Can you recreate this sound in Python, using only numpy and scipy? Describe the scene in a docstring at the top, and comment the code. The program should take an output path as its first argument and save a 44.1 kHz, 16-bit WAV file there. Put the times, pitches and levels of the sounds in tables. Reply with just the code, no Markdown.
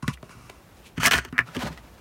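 """A small hard-plastic toy is set on a wooden board, dragged in two short scrapes and let go with a
double click. Taps and tiny catches ring its hollow body and, weakly, the wood. Before that, a plastic
tub is knocked, gripped with a brief scuff and lifted off, fingers rubbing its wall; a cloth rustle
follows. The board thumps, and at the end a sleeve drags back across it. A phone above the board hears
it all in a small, quiet room with a low hum."""
import sys
import numpy as np
from scipy import signal
from scipy.fft import rfft, irfft
from scipy.io import wavfile
from scipy.ndimage import uniform_filter1d

SR = 44100
rng = np.random.default_rng(int(sys.argv[2]) if len(sys.argv) > 2 else 0)


def transcribe(u):
    """Save the signal u as a 16-bit wav file named by the first command-line argument.

    u: samples, shape (n,) or (channels, n), limited to [-1, 1]; the rate is SR.
    q: integer samples, one column per channel.
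    """
    v = np.clip(np.atleast_2d(u).T, -1, 1)
    q = np.round(v * 32767).astype(np.int16)
    wavfile.write(sys.argv[1], SR, q)


N = 88332

# The board's modes, the tones it rings at: (pitch [Hz], level [dB], time to fade by 60 dB [s])
BOARD_MODES = [(64.7, -9.5, 0.3), (119, -6.5, 0.24), (166.5, -4.5, 0.1), (202.2, -0.5, 0.055),
               (245.7, -4, 0.13), (347, 3, 0.041), (600, -2, 0.062), (907, 0.5, 0.042), (1200, -1, 0.049),
               (1730, 0, 0.018)]


def toy():
    """Taps ring the hollow toy; scraping, it sticks and slips, which also hisses and rings the board."""
    # The toy's own tones: (pitch [Hz], level [dB], fade time [s])
    modes = [(686, -14.5, 0.06), (1146, -5, 0.024), (1332, -4, 0.025), (1539, 4.5, 0.0083),
             (1800, 2.5, 0.01), (1947, -24, 0.033), (2047, 3, 0.0051), (2497, -6, 0.024), (3006, 2, 0.0076),
             (4420, -4.5, 0.0048), (6100, -1.5, 0.0034), (6600, -4, 0.0024), (8500, -5.5, 0.0032)]
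    # Taps: (time [s], level [dB], favoured pitch [Hz], spread [octaves], crack level [dB])
    taps = [(.9788, -21, 1430, 0.65, -54), (1.0012, -12, 1370, 0.43, -50), (1.0327, -8, 1660, 0.46, -7),
            (1.0548, 1.5, 1930, 0.66, -14), (1.0635, -22, 2380, 0.33, -15), (1.112, -2.5, 2600, 1, -11),
            (1.1192, -8, 2190, 0.81, -9), (1.1225, -3, 2220, 0.81, -29), (1.1335, -5.5, 2500, 1.6, -11),
            (1.138, -4.5, 2520, 1.2, -11), (1.1408, -14, 2100, 1.1, -17), (1.151, -5, 1680, 0.77, -43),
            (1.180, -19, 2070, 0.3, -14), (1.1863, -2, 1625, 0.21, -17), (1.2497, -21.5, 1500, 0.86, -20.5),
            (1.326, -23, 1310, 0.89, -30.5), (1.3805, -5.5, 1860, 0.21, -17.5),
            (1.3895, 5.5, 1980, 0.25, -17), (1.393, -7, 1810, 0.26, -32), (1.4065, -14, 1650, 0.42, -29.5),
            (1.474, -27.5, 1300, 0.23, -34.5), (1.487, -24, 1360, 0.11, -66), (1.502, -35, 1350, .15, -62),
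            (1.549, -40, 1020, 0.6, -20), (1.566, -22.5, 2800, 1, -23.5), (1.592, -29, 1920, 0.63, -26),
            (1.7755, -26.5, 1737, 0.093, -30.5), (1.779, -8, 1960, 0.023, -70)]
    # Pressure in each scrape: (time [s], level [dB])
    scrapes = [
        [(0.96, -57.5), (0.98, -33), (0.994, -51.5), (1.002, -30.5), (1.02, -30), (1.064, -15.5), (1.082, -20),
         (1.096, -53), (1.105, -58)],
        [(1.11, -20), (1.113, -21), (1.192, -29.5), (1.204, -42.5), (1.234, -47.5), (1.254, -40.5), (1.27, -59),
         (1.29, -45.5)],
    ]
    # Pressure as the toy rocks under the fingers: (time [s], level [dB])
    rocking = [
        [(1.325, -50), (1.372, -37)],
        [(1.396, -31), (1.42, -50), (1.445, -63)],
    ]
    # Tone of the scraping hiss: (frequency [Hz], level [dB])
    hiss_tone = [(1500, -27), (5000, 5), (10000, -2.5), (16000, -6)]
    catches = grains(per_second=5000)
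    press = pressure(scrapes)
    hiss = colour(catches * rng.standard_normal(N), hiss_tone)
    hiss *= press ** 1.645  # the hiss grows faster than the pressure
    body = strike(taps, modes) + ring(press * catches, modes)
    body += ring(pressure(rocking) * catches, modes[:7])
    wood = ring(press * catches, BOARD_MODES)
    return body + undb(5.5) * hiss + undb(-11) * wood


def tub():
    """Knocks ring the plastic tub; fingers sliding on its wall stir only its higher tones."""
    # The tub's own tones: (pitch [Hz], level [dB], fade time [s])
    modes = [(143.4, 3, 0.075), (185, 0.5, 0.05), (371, -8.5, 0.036), (624, -10, 0.064),
             (1102, -6.5, 0.025), (1380, -9, 0.015), (1970, -20, 0.018), (2293, -14, 0.016),
             (2695, -11, 0.013), (3950, -25, 0.016), (5340, 0.5, 0.00098), (6900, -15, 0.0036),
             (9140, -3, 0.00083)]
    # Knocks: (time [s], level [dB], favoured pitch [Hz], spread [octaves], crack level [dB])
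    knocks = [(.026, -22, 1390, 1.3, -46), (.029, -17.5, 249, 1.3, -26), (.042, -14, 1220, 0.61, -69),
              (.079, 6, 1870, 0.49, -11), (.081, -6.5, 188, 0.46, -24), (.1, -20, 1150, 0.34, -45),
              (.173, -15, 1900, 0.53, -50), (.228, -17.5, 613, 1.78, -26), (.294, -34, 890, 4.2, -32.5),
              (.496, -18, 405, 0.56, -31), (.498, -22, 2370, 0.36, -27)]
    # Finger pressure in each rub: (time [s], level [dB])
    rubs = [
        [(.024, -39), (.05, -55), (.078, -45.5)],
        [(.085, -33), (.125, -53), (.16, -64)],
        [(.24, -53), (.28, -61), (.31, -45), (.35, -55.5), (.47, -52.5), (.6, -62), (.86, -99)],
    ]
    knocking = strike(knocks, modes)
    friction = pressure(rubs) * grains(per_second=15000, uneven_db=1)
    return knocking + ring(friction, modes[4:])


def scuff_and_sleeve():
    """After a scuff and a rustle, a sleeve drags over the board in patches and sets it rumbling."""
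    # A brief scuff as the tub is handled, then a cloth rustle: (time [s], level [dB])
    brushes = [
        [(.12, -61), (.14, -40.5), (.16, -81)],
        [(.73, -89), (.77, -58), (.82, -68.5), (.87, -47), (.92, -76)],
    ]
    # Tone of the scuff and the rustle: (frequency [Hz], level [dB])
    brush_tone = [(1200, -17), (2600, 6.5), (5000, -4.5), (9000, -5.5), (16000, -20)]
    # The drag: (time [s], hiss level [dB], rumble level [dB])
    drag = [(1.45, -62, -65), (1.48, -51, -62), (1.545, -44.5, -76), (1.551, -35, -31), (1.6, -36, -49),
            (1.63, -35, -52), (1.666, -38, -30), (1.7, -45, -47), (1.74, -48.5, -56), (1.78, -51.5, -59),
            (1.82, -62.5, -50.5), (1.847, -54.5, -56), (1.9, -63.5, -79), (2, -61.5, -68)]
    # Tone of cloth sliding on wood: (frequency [Hz], level [dB])
    drag_tone = [(240, -24), (504, -2), (777, -2), (1990, -4.5), (2180, -6.5), (6050, -16), (16000, -29.5)]
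    drag = np.array(drag)
    catches = grains(per_second=5000)
    brushing = pressure(brushes) * colour(catches, brush_tone)
    patches = undb(3.5 * wander(per_second=59.78))
    hiss = pressure([drag[:, [0, 1]]]) * patches * colour(catches, drag_tone)
    bumps = pressure([drag[:, [0, 2]]]) * grains(per_second=690, uneven_db=3.9)
    return brushing + hiss + ring(bumps, BOARD_MODES)


def board():
    """Soft blows make the wood thump, with no crack."""
    # Thumps: (time [s], level [dB], favoured pitch [Hz], spread [octaves])
    thumps = [(.045, -15.5, 66, 0.96), (.12, -23, 71, 0.6), (.35, -26, 107, 1.04), (.39, -39, 152, 1.4),
              (.44, -26.5, 66, 1.28), (.977, -14, 134, 1.75), (1.01, -4, 81, 0.3), (1.055, -40, 66, .5),
              (1.14, -18, 170, 1.6), (1.155, -11.5, 66.3, 0.45), (1.25, -31, 316, 1), (1.28, -26, 70, 0.97),
              (1.326, -15, 212, 0.34), (1.39, -21, 129.5, 1.97), (1.48, -28.5, 164, 0.16),
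              (1.565, -14, 260, 0.77), (1.575, -15, 66, 0.44), (1.64, -17.5, 66, 0.39),
              (1.7, -26, 67, 0.32), (1.633, -15, 238, 0.48), (1.642, -12.5, 197, 0.3),
              (1.662, -18, 610, 0.86), (1.705, -24.5, 174, 0.66)]
    return strike(thumps, BOARD_MODES)


def room_echo(sound):
    """The nearby walls send back a short, slightly dull echo."""
    fade_s, delay_s, treble_hz = 0.086, 0.003, 4540
    t = np.arange(SR // 3) / SR
    tail = rng.standard_normal(len(t)) * undb(-60 * t / fade_s) * (t > delay_s)
    tail = signal.lfilter(*signal.butter(1, treble_hz, fs=SR), tail)
    return signal.fftconvolve(sound, tail / np.sqrt(np.sum(tail ** 2)))[:N]


def room_noise():
    """The quiet room: a soft, deep rush and a wavering low hum."""
    # Tone of the rush: (frequency [Hz], level [dB])
    rush_tone = [(40, 5), (85, -1), (125, -1.5), (300, -6.5), (600, -10), (1000, -13), (2000, -19),
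                 (4000, -25.5), (8000, -29.5), (16000, -30)]
    hum_hz, hum_width_hz = 60, 5.3
    hum_fade_s = np.log(1000) / (np.pi * hum_width_hz)
    hum = unit(mode(rng.standard_normal(N), hum_hz, hum_fade_s))
    rush_db = -52 + 2 * wander(per_second=5.5)
    return undb(rush_db) * colour(rng.standard_normal(N), rush_tone) + undb(-58) * hum


def strike(blows, modes):
    """Each blow rings the modes near its favoured pitch and, given a crack level, adds a dry crack."""
    # Tone of the crack at the contact: (frequency [Hz], level [dB])
    crack_tone = [(300, -2.5), (1000, 1), (3000, -3.5), (8000, -12.5), (16000, -23.5)]
    crack_fade_s, treble_hz, dull_db_per_octave = 0.014, 2900, 5.5
    times, level_db, favoured_hz, spread, *crack_db = np.array(blows).T
    at = (times * SR).astype(int)
    scatter_db = 2.27 * rng.standard_normal((len(blows), len(modes)))  # modes share a blow unevenly
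    contact = np.zeros((2, N))
    # Blows pitched under 2 kHz crack with less treble.
    dull_db = dull_db_per_octave * np.minimum(np.log2(favoured_hz / 2000), 0)
    if crack_db:
        contact[:, at] = undb([crack_db[0], crack_db[0] + dull_db])
    low_fade, treble_fade = signal.lfilter([1], [1, -undb(-60 / crack_fade_s / SR)], contact)
    noise = colour(rng.standard_normal(N), crack_tone)
    low = signal.lfilter(*signal.butter(2, treble_hz, fs=SR), noise)
    sound = low_fade * low + treble_fade * (noise - low)
    for k, (hz, db, fade_s) in enumerate(modes):
        off_pitch_db = 15.9 * (np.log2(hz / favoured_hz) / spread) ** 2
        force = np.zeros(N)
        force[at] = undb(level_db + db + scatter_db[:, k] - off_pitch_db)
        sound += mode(force, hz, fade_s)
    return sound / 2


def ring(force, modes):
    """A rough rubbing force shakes each mode at random, and the modes ring on after it."""
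    energy = sum(undb(2 * db) * fade_s * SR / (4 * np.log(1000)) for _, db, fade_s in modes)
    tones = (undb(db) * mode(force * rng.standard_normal(N), hz, fade_s) for hz, db, fade_s in modes)
    return sum(tones) / np.sqrt(energy)


def mode(force, hz, fade_s):
    """One ringing tone that swings up briefly after a push, then dies away."""
    decay = np.exp(-np.log(1000) / (max(fade_s, 1e-3) * SR))
    step = 2 * np.pi * hz / SR
    rise_s = min(2.24 / hz, 0.0047)
    swell = np.hanning(int(rise_s * SR) + 3)
    swell = 2 * swell * np.cos(step * np.arange(len(swell))) / swell.sum()
    push = signal.oaconvolve(force, swell)[:N]
    return signal.lfilter([.5, 0, -.5], [1, -2 * decay * np.cos(step), decay * decay], push)


def grains(per_second, uneven_db=0):
    """Tiny catches at random moments, as one surface slides over another."""
    hits = rng.random(N) < per_second / SR
    sizes = undb(uneven_db * np.minimum(rng.exponential(size=N), 4))
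    return unit(hits * sizes * rng.choice([-1, 1], N))


def pressure(strokes):
    """Strength over time from strokes of (time [s], level [dB]) points, silent between them."""
    t, strength = np.arange(N) / SR, np.zeros(N)
    for stroke in strokes:
        times, db = np.array(stroke).T
        strength += undb(np.interp(t, times, db, left=-120, right=-120))
    return uniform_filter1d(strength, size=60)


def colour(sound, points):
    """Shape a sound's tone by (frequency [Hz], level [dB]) points, at an average strength of 1."""
    hz, db = np.array(points).T
    frequencies = np.maximum(np.arange(N // 2 + 1) * SR / N, 1)
    gain = undb(np.interp(np.log(frequencies), np.log(hz), db))
    return unit(irfft(rfft(sound) * gain, N))


def wander(per_second):
    """A smooth random drift, about 1 in size."""
    hold = int(SR / per_second)
    steps = np.repeat(rng.standard_normal(N // hold + 1), hold)
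    return unit(uniform_filter1d(uniform_filter1d(steps, hold), hold)[:N])


def undb(db):
    """Turn decibels into a gain."""
    return 10 ** (np.asarray(db) / 20)


def unit(x):
    """Scale to an average strength (rms) of 1."""
    return x / np.sqrt(np.mean(x ** 2))


def scene():
    """The sounds at the board, their echo and the quiet room, in one channel."""
    near = toy() + tub() + scuff_and_sleeve() + board()
    return (near + undb(-14) * room_echo(near) + room_noise())[None]


def record(dry):
    """The phone trims the deepest bass and cuts the highest treble."""
    bass_hz, top_hz = 47, 15800
    trimmed = signal.sosfilt(signal.butter(4, bass_hz, "high", fs=SR, output="sos"), dry)
    return signal.sosfilt(signal.ellip(10, .2, 80, top_hz, fs=SR, output="sos"), trimmed)


dry = scene()
out = record(dry)
transcribe(out)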